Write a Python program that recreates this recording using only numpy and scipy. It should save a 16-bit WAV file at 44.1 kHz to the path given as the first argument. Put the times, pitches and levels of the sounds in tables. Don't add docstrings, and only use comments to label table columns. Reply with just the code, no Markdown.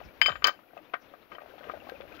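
import sys
import numpy as np
from scipy import signal
from scipy.fft import rfft, irfft, next_fast_len
from scipy.io import wavfile
from scipy.ndimage import map_coordinates

SR = 44100
rng = np.random.default_rng(int(sys.argv[2]) if len(sys.argv) > 2 else 0)


def gain_from_db(level_db):
    decades = np.asarray(level_db, float) / 20
    return 10 ** decades


def inscribe(sig):
    pcm = np.round(np.clip(np.atleast_2d(sig).T, -1, 1) * 32767)
    wavfile.write(sys.argv[1], SR, pcm.astype(np.int16))


N = 97020

# frequency in Hz, level in dB, decay time T60 in seconds.
HUB = [(609.4, -9, 0.046), (704, -2.5, 0.029), (1040, -8.5, 0.034), (1176.5, -2, 0.043), (1231, 0, 0.043),
       (1561.6, -4, 0.066), (1877, -5.5, 0.067), (2050, -24.5, 0.062), (2337, -4, 0.033),
       (2550, -8.5, 0.026)]


def unit(x):
    return x / np.sqrt(np.mean(x ** 2) + 1e-20)


def along(points, hz):
    f, v = np.transpose(points)
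    return np.interp(np.log(hz + 1), np.log(f + 1), v)


def curve(rows):
    s, v = np.transpose(rows)
    return np.interp(np.arange(N) / SR, s, v)


def wobble(rate):
    knots = rng.standard_normal(int(N * rate / SR) + 4)
    return map_coordinates(knots, [np.arange(N) * rate / SR])


def filtered(x, response):
    m = next_fast_len(x.shape[-1] + 8192)
    return irfft(rfft(x, m) * response(np.fft.rfftfreq(m, 1 / SR)), m)[..., :x.shape[-1]]


def causal(x, points):
    cepstrum = irfft(np.log(gain_from_db(along(points, np.fft.rfftfreq(2048, 1 / SR)))))
    cepstrum[1:1024] *= 2
    cepstrum[1025:] = 0
    impulse = irfft(np.exp(rfft(cepstrum)))[:1024]
    return signal.fftconvolve(x, impulse)[:len(x)]


def noise(points, size=N):
    return unit(filtered(rng.standard_normal(size), lambda hz: gain_from_db(along(points, hz))))


def add(track, s, sound):
    part = track[round(s * SR):][:len(sound)]
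    part += sound[:len(part)]


def ring(modes, tilt_db, t, scatter_db):
    hz, db, t60 = np.transpose(modes)[:, :, None]
    draw = rng.standard_normal((2, len(modes), 1))
    level = gain_from_db(db + tilt_db * np.log2(hz / 2000) + scatter_db * draw[0] - 60 * t / t60)
    onset = 1 - np.exp(-t / .0004)
    return np.sum(level * np.sin(2 * np.pi * hz * t + .35 * draw[1]), 0) * onset


def tick(hz, cycles, t):
    turn = 2 * np.pi * hz * t * (1 + 0.63 * t * rng.standard_normal())
    main = np.sin(turn) * gain_from_db(-60 * t * hz / cycles)
    overtone = 0.058 * np.sin(2.494 * turn) * gain_from_db(-90 * t * hz / cycles)
    return (main + overtone) * np.clip(t / 0.00037, 0, 1)


def air():
    # frequency in Hz, level in dB.
    rumble = [(20, -32.5), (60, 0.5), (120, -11), (250, -20.5), (600, -68)]
    # frequency in Hz, level in dB.
    hiss = [(4000, -3.5), (6000, -13), (9000, -21), (10500, -3.5), (13000, 4.5), (15700, 1.5), (16000, -47)]
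    # time in seconds, level in dB.
    hiss_swell = [(0, 1), (.6, -1), (1.3, -1.5), (1.6, 1.5), (1.87, 2), (1.895, 9), (1.92, 1), (2.2, 1)]
    # centre in seconds, half width in seconds, level in dB.
    gusts = [(0.054, 0.021, -52), (.33, 0.064, -55.5), (1.7, 0.014, -65), (1.81, 0.027, -65.5),
             (2.06, 0.074, -62)]
    breeze_db, hiss_db, hiss_left_db = -75.5, -72, 1.5
    thump_s, thump_db, thump_hz, thump_fall_s = .295, -46, 218, 0.017

    t = np.arange(N) / SR
    blow = gain_from_db(breeze_db) + sum(gain_from_db(db - 2.2 * ((t - s) / half) ** 2) for s, half, db in gusts)
    wind = blow * np.array([noise(rumble) * gain_from_db(2.0 * wobble(2.3)) for _ in range(2)])

    u, jolt = t[:SR // 6], np.zeros(N)
    turn = 2 * np.pi * (50 * u + thump_hz * thump_fall_s * (1 - np.exp(-u / thump_fall_s)))
    add(jolt, thump_s, gain_from_db(thump_db) * np.sin(turn) * (u / 0.013) * np.exp(1 - u / 0.014))

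    hiss_level = gain_from_db([[hiss_db + hiss_left_db], [hiss_db]]) * gain_from_db(curve(hiss_swell))
    return wind + jolt * gain_from_db([[4], [-4]]) + hiss_level * np.array([noise(hiss), noise(hiss)])


def puffs():
    # centre in seconds, half width in seconds, level in dB, centre frequency in Hz.
    brushes = [(.055, 0.011, -66.5, 5600), (.853, 0.0068, -67.5, 3550), (1.022, .012, -73, 5800),
               (1.097, 0.0074, -65, 3660), (1.225, .008, -69.5, 4000)]
    t, out = np.arange(N) / SR, np.zeros(N)
    for s, half, db, hz in brushes:
        band = noise([(hz / 2.5, -30), (hz, 0), (hz * 1.34, -30), (hz * 2, -80)])
        out += gain_from_db(db - 4.6 * ((t - s) / half) ** 2) * band
    return out


def rustle():
    # frequency in Hz, level in dB per Hz.
    colour = [(60, -15.5), (180, -8), (290, -1.5), (400, -5), (560, -2.5), (1000, -8.5), (2600, -12),
              (3300, -17), (6000, -31), (9000, -55.5)]
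    # frequency in Hz, level in dB.
    shadow = [(60, -11), (300, -9), (700, -12.5), (1500, -22.5), (3000, -28), (6000, -14.5), (12000, -12)]
    # time in seconds, level in dB.
    work = [(0, -54), (.55, -58), (.7, -60), (.8, -60), (1.3, -59), (1.55, -57), (1.68, -54), (1.85, -52.5),
            (2.0, -54.5), (2.2, -54.5)]
    # frequency in Hz, level in dB.
    grain_modes = [(330, -4.5), (580, -5.5), (760, -4.5), (1400, -2.5), (2620, -5)]
    grains_per_s, grain_db, alike = 260, -6, 0.49

    grains, t = np.zeros(N), np.arange(SR // 25) / SR
    for u, a, b in rng.random((int(grains_per_s * N / SR), 3)):
        hz, db = grain_modes[int(b * len(grain_modes))]
        grain = tick(hz * (1 + .07 * rng.standard_normal()), 14 + hz / 45, t)
        add(grains, u * N / SR, gain_from_db(db - 5.4 * np.log(1 - a + .02)) * grain)
    near = noise(colour) * gain_from_db(1.96 * wobble(24.766)) + gain_from_db(grain_db) * unit(grains)
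    far = alike * near + np.sqrt(1 - alike ** 2) * noise(colour)
    far = filtered(far, lambda hz: gain_from_db(along(shadow, hz)))
    return gain_from_db(curve(work) + 3.5) * np.array([near, far])


def wood():
    # start in seconds, peak in dB, frequency in Hz.
    ticks = [(0.014, -38, 744), (0.591, -44.5, 1010), (0.734, -45, 683), (0.769, -34.5, 689),
             (1.312, -51.5, 511), (1.409, -44.5, 646), (1.419, -38, 710), (1.434, -41.5, 600),
             (1.460, -42, 664), (1.48, -48.5, 623), (1.5, -45, 492), (1.538, -43.5, 570), (1.556, -46, 540),
             (1.581, -40.5, 760), (1.608, -40, 565), (1.639, -43, 530), (1.671, -37.5, 459),
             (1.697, -34.5, 520), (1.737, -33, 677), (1.742, -35, 710), (1.75, -38.5, 546),
             (1.772, -37.5, 640), (1.82, -46, 526), (1.869, -40.5, 705), (1.891, -34, 740),
             (1.92, -32, 507), (2.004, -33.5, 518), (2.039, -41, 575), (2.052, -43, 630), (2.119, -41, 485)]
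    # start in seconds, peak in dB, frequency in Hz.
    pings = [(0.777, -42, 2586), (1.353, -42.5, 1890), (1.318, -43, 2150), (1.509, -47.5, 1560),
             (1.581, -53, 2770), (1.611, -47, 1520), (1.736, -43, 1240), (1.776, -53, 1700),
             (1.872, -43.5, 1103), (1.898, -39, 1575), (2.1, -59, 2610), (2.124, -42.5, 2475),
             (2.14, -45.5, 1295), (2.181, -47.5, 1415)]
    # start in seconds, length in seconds, level in dB, first and last pitch in Hz.
    creaks = [
        (.785, .06, -56, 330, 290),
        (1.67, .025, -48, 470, 520),
        (1.82, .06, -53, 500, 800),
        (1.933, .03, -47, 470, 600),
        (1.945, .035, -58, 2750, 2300),
        (2.015, .03, -49, 480, 620),
    ]

    out, t = np.zeros(N), np.arange(SR // 8) / SR
    for s, db, hz in ticks:
        woken = gain_from_db(-27) * ring(HUB, -4.5, t, scatter_db=8.5)
        add(out, s, gain_from_db(db) * (tick(hz, 18.2, t) + woken))
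    for s, db, hz in pings:
        add(out, s, gain_from_db(db) * tick(hz, 60, t))
    for s, length, db, from_hz, to_hz in creaks:
        u = np.clip(t / length, 0, 1)
        pitch = (from_hz + (to_hz - from_hz) * u) * (1 + 0.038 * wobble(110)[:len(t)])
        level = gain_from_db(db + 4.2 * wobble(118)[:len(t)]) * np.sqrt(np.abs(np.sin(np.pi * u)))
        add(out, s, level * np.sin(2 * np.pi * np.cumsum(pitch) / SR))
    return out


def hub_blows():
    # start in seconds, peak in dB, brightness in dB an octave, favoured frequency in Hz.
    thuds = [(0.2153, -20.5, 7, 1300), (0.2608, -27, 5, 1240), (.284, -31, -3.5, 700),
             (0.292, -33, -2, 1205), (0.299, -34, -2.5, 1550), (0.324, -41.5, -2.5, 1330),
             (0.3548, -36.5, 6, 1290), (0.422, -37.5, 0.5, 1335), (0.4423, -29.5, 0, 1100),
             (.450, -22, 5, 1790), (.461, -29.5, -2, 1497), (0.4702, -26.5, 0.5, 1150),
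             (0.481, -27, -2, 1430), (0.493, -36.5, -3.5, 1200), (0.502, -42, -4, 1530),
             (0.9362, -35, 1, 594), (0.939, -27, -0.5, 1230), (1.138, -51.5, -8, 1020),
             (1.318, -43.5, -1.5, 1200), (1.349, -50.5, -5, 960), (1.383, -47, -6.5, 1180),
             (1.697, -40, -6, 1250)]
    favour_db, favour_octaves = 4, 0.24
    dense_db, dense_t60 = -1, 0.059

    out, t = np.zeros(N), np.arange(SR // 5) / SR
    for s, db, tilt_db, favour_hz in thuds:
        modes = []
        for hz, level, t60 in HUB:
            nearness = np.exp(-(np.log2(hz / favour_hz) / favour_octaves) ** 2)
            modes.append((hz, level + favour_db * nearness, t60))
        colour = [(300, -20.5), (1500, 6), (2400, tilt_db - 5.5), (5000, 2 * tilt_db - 27), (7000, -58.0)]
        dense = noise(colour, size=len(t))
        dense *= gain_from_db(dense_db - 60 * t / dense_t60) * np.clip(t / 0.0012, 0, 1)
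        add(out, s, gain_from_db(db) * (ring(modes, tilt_db, t, scatter_db=1.56) + dense))
    return out


def scrapes():
    # start in seconds, length in seconds, level in dB, brightness in dB an octave.
    strokes = [(0, 0.014, -41, -7), (0.272, 0.068, -34.5, -1), (0.442, 0.049, -25.5, 3),
               (0.771, 0.02, -47.5, -8.5), (1.347, 0.02, -48, -9), (1.399, 0.027, -50, -6),
               (1.493, 0.0096, -52.5, 4), (1.578, .045, -50.5, -0.5), (1.625, 0.069, -47, -8),
               (1.684, 0.013, -36, -9.5), (1.709, 0.014, -39, 1.5), (1.882, 0.024, -41.5, 4.5),
               (2.007, .012, -39, -1.5), (2.144, 0.028, -49.5, 8.5)]
    # frequency in Hz, level in dB.
    contact = [(200, -34.5), (1400, 3), (3500, 1), (6500, -26), (8500, -39), (12000, -31)]

    out, t = np.zeros(N), np.arange(SR // 5) / SR
    for s, length, db, tilt_db in strokes:
        push = unit(rng.standard_normal(len(t)) * gain_from_db(5.9 * wobble(400)[:len(t)]))
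        push *= np.clip(t / .006, 0, 1) * gain_from_db(-8 * t / length - 60 * np.maximum(t - length, 0) / .035)
        body = signal.fftconvolve(push, ring(HUB, tilt_db, t, scatter_db=0.5))[:len(t)] / 40
        broad = [(hz, level + tilt_db * np.log2(hz / 2000)) for hz, level in contact]
        add(out, s, gain_from_db(db) * (body + causal(push, broad)))
    return out


def clacks():
    # start in seconds, level in dB, frequency in Hz, cycles to -60 dB.
    blows = [(.2146, -11, 2170, 24), (0.2594, -13, 2160, 25.5), (.4425, -14, 2400, 29.5),
             (0.4438, -13, 4520, 53), (.4703, -19.5, 5110, 60.5)]
    out, t = np.zeros(N), np.arange(SR // 20) / SR
    for s, db, hz, cycles in blows:
        add(out, s, gain_from_db(db - 60 * t * hz / cycles) * np.sin(2 * np.pi * hz * t) * np.clip(t / .0008, 0, 1))
    return out


def cracks():
    # start in seconds, level in dB, centre frequency in Hz, decay time T60 in seconds.
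    contacts = [(0.2149, -12.5, 2300, 0.031), (0.259, -15, 2300, 0.02), (.442, -23, 4250, 0.042),
                (0.4694, -25.5, 6000, 0.018), (0.47, -35, 4250, 0.11), (0.9407, -50, 4000, 0.0087)]
    width_db = -24
    out, t = np.zeros(N), np.arange(SR // 8) / SR
    for s, db, hz, t60 in contacts:
        colour = [(hz / 4, 2 * width_db), (hz, 0), (2 * hz, width_db), (4 * hz, 3 * width_db)]
        if_modes = noise(colour, size=len(t)) * gain_from_db(-60 * t / t60)
        snap = noise([(500, -21.5), (3000, -3.5), (16000, -21.5)], size=len(t))
        snap *= gain_from_db(-10 - 60 * t / 0.0022)
        add(out, s, gain_from_db(db) * np.clip(t / 0.00049, 0, 1) * (if_modes + snap))
    return out


def pipe():
    # start in seconds, peak in dB, free ringing in seconds, brightness in dB an octave,
    # lingering level in dB.
    clanks = [
        (0.2144, -19, 0.041, 3.5, -6),
        (0.262, -23.5, 0.031, 4.5, 10.5),
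        (.442, -11, 0.0061, 0.5, -9.5),
        (0.4703, -35.5, 0.025, 12.5, -0.5),
        (1.317, -48, 0.017, -11, -25),
        (1.349, -36, 0.0086, -15, -12.5),
    ]
    mode_hz = [1610, 3074, 4912, 7090, 9500, 12105, 15678]
    # level in dB, decay time T60 in seconds.
    free_rows = [(-21.5, 0.13), (-4, 0.6), (-11, 0.09), (-28, 0.1), (-35, 0.1), (-28.5, 0.044), (-40, .14)]
    # level in dB, decay time T60 in seconds.
    linger_rows = [(-27, .3), (-13, .2), (-32, .2), (-44, .45)]
    gripped_t60 = 0.024

    out, t = np.zeros(N), np.arange(SR // 3) / SR
    modes = [(hz, *row) for hz, row in zip(mode_hz, free_rows)]
    linger = [(hz, *row) for hz, row in zip(mode_hz, linger_rows)]
    for s, db, free, tilt_db, linger_db in clanks:
        grip = gain_from_db(-60 * np.maximum(t - free, 0) / gripped_t60)
        gripped = grip * ring(modes, tilt_db, t, scatter_db=1.54)
        lasting = gain_from_db(linger_db) * ring(linger, 0, t, scatter_db=2.5)
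        add(out, s, gain_from_db(db) * (gripped + lasting))
    return out


def yard(x):
    t = np.arange(SR // 3) / SR
    late = np.pad(x, (200, 0))
    answers = []
    for _ in range(2):
        tail = noise([(3000, -10.0), (8000, -14.5)], size=len(t)) * gain_from_db(-60 * t / 0.15)
        answers.append(signal.fftconvolve(late, tail / np.linalg.norm(tail))[:N])
    return np.array(answers)


def scene():
    # frequency in Hz, level in dB.
    mic = [(60, -27.5), (250, -3), (500, -1), (6800, -2), (8500, -17), (11500, -5), (15750, -5),
           (16100, -14.5)]
    # frequency in Hz, level in dB.
    shade = [(60, -10.5), (300, -11), (700, -14.5), (1500, -27), (3000, -28.5), (6000, -25.5),
             (12000, -26.5)]
    pipe_shade_db, right_lag_s = 7, .0001

    lever = 2 * causal(pipe(), mic)
    rest = 2 * causal(clacks() + cracks() + hub_blows() + scrapes() + wood(), mic)
    wet = gain_from_db(-20) * yard(lever + rest)
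    late = np.pad(gain_from_db(pipe_shade_db) * lever + rest, (round(right_lag_s * SR), 0))[:N]
    press = np.array([lever + rest + wet[0], causal(late + gain_from_db(4.5) * wet[1], shade)])
    return press + rustle() + air() + puffs() * gain_from_db([[5], [-8]])


def low_pass(x):
    return signal.sosfilt(signal.butter(12, 16870, fs=SR, output="sos"), x)


def record(dry):
    mix = dry / (1 + np.abs(dry / 1.1) ** 6) ** (1 / 6)
    return low_pass(mix)


dry = scene()
out = record(dry)
inscribe(out)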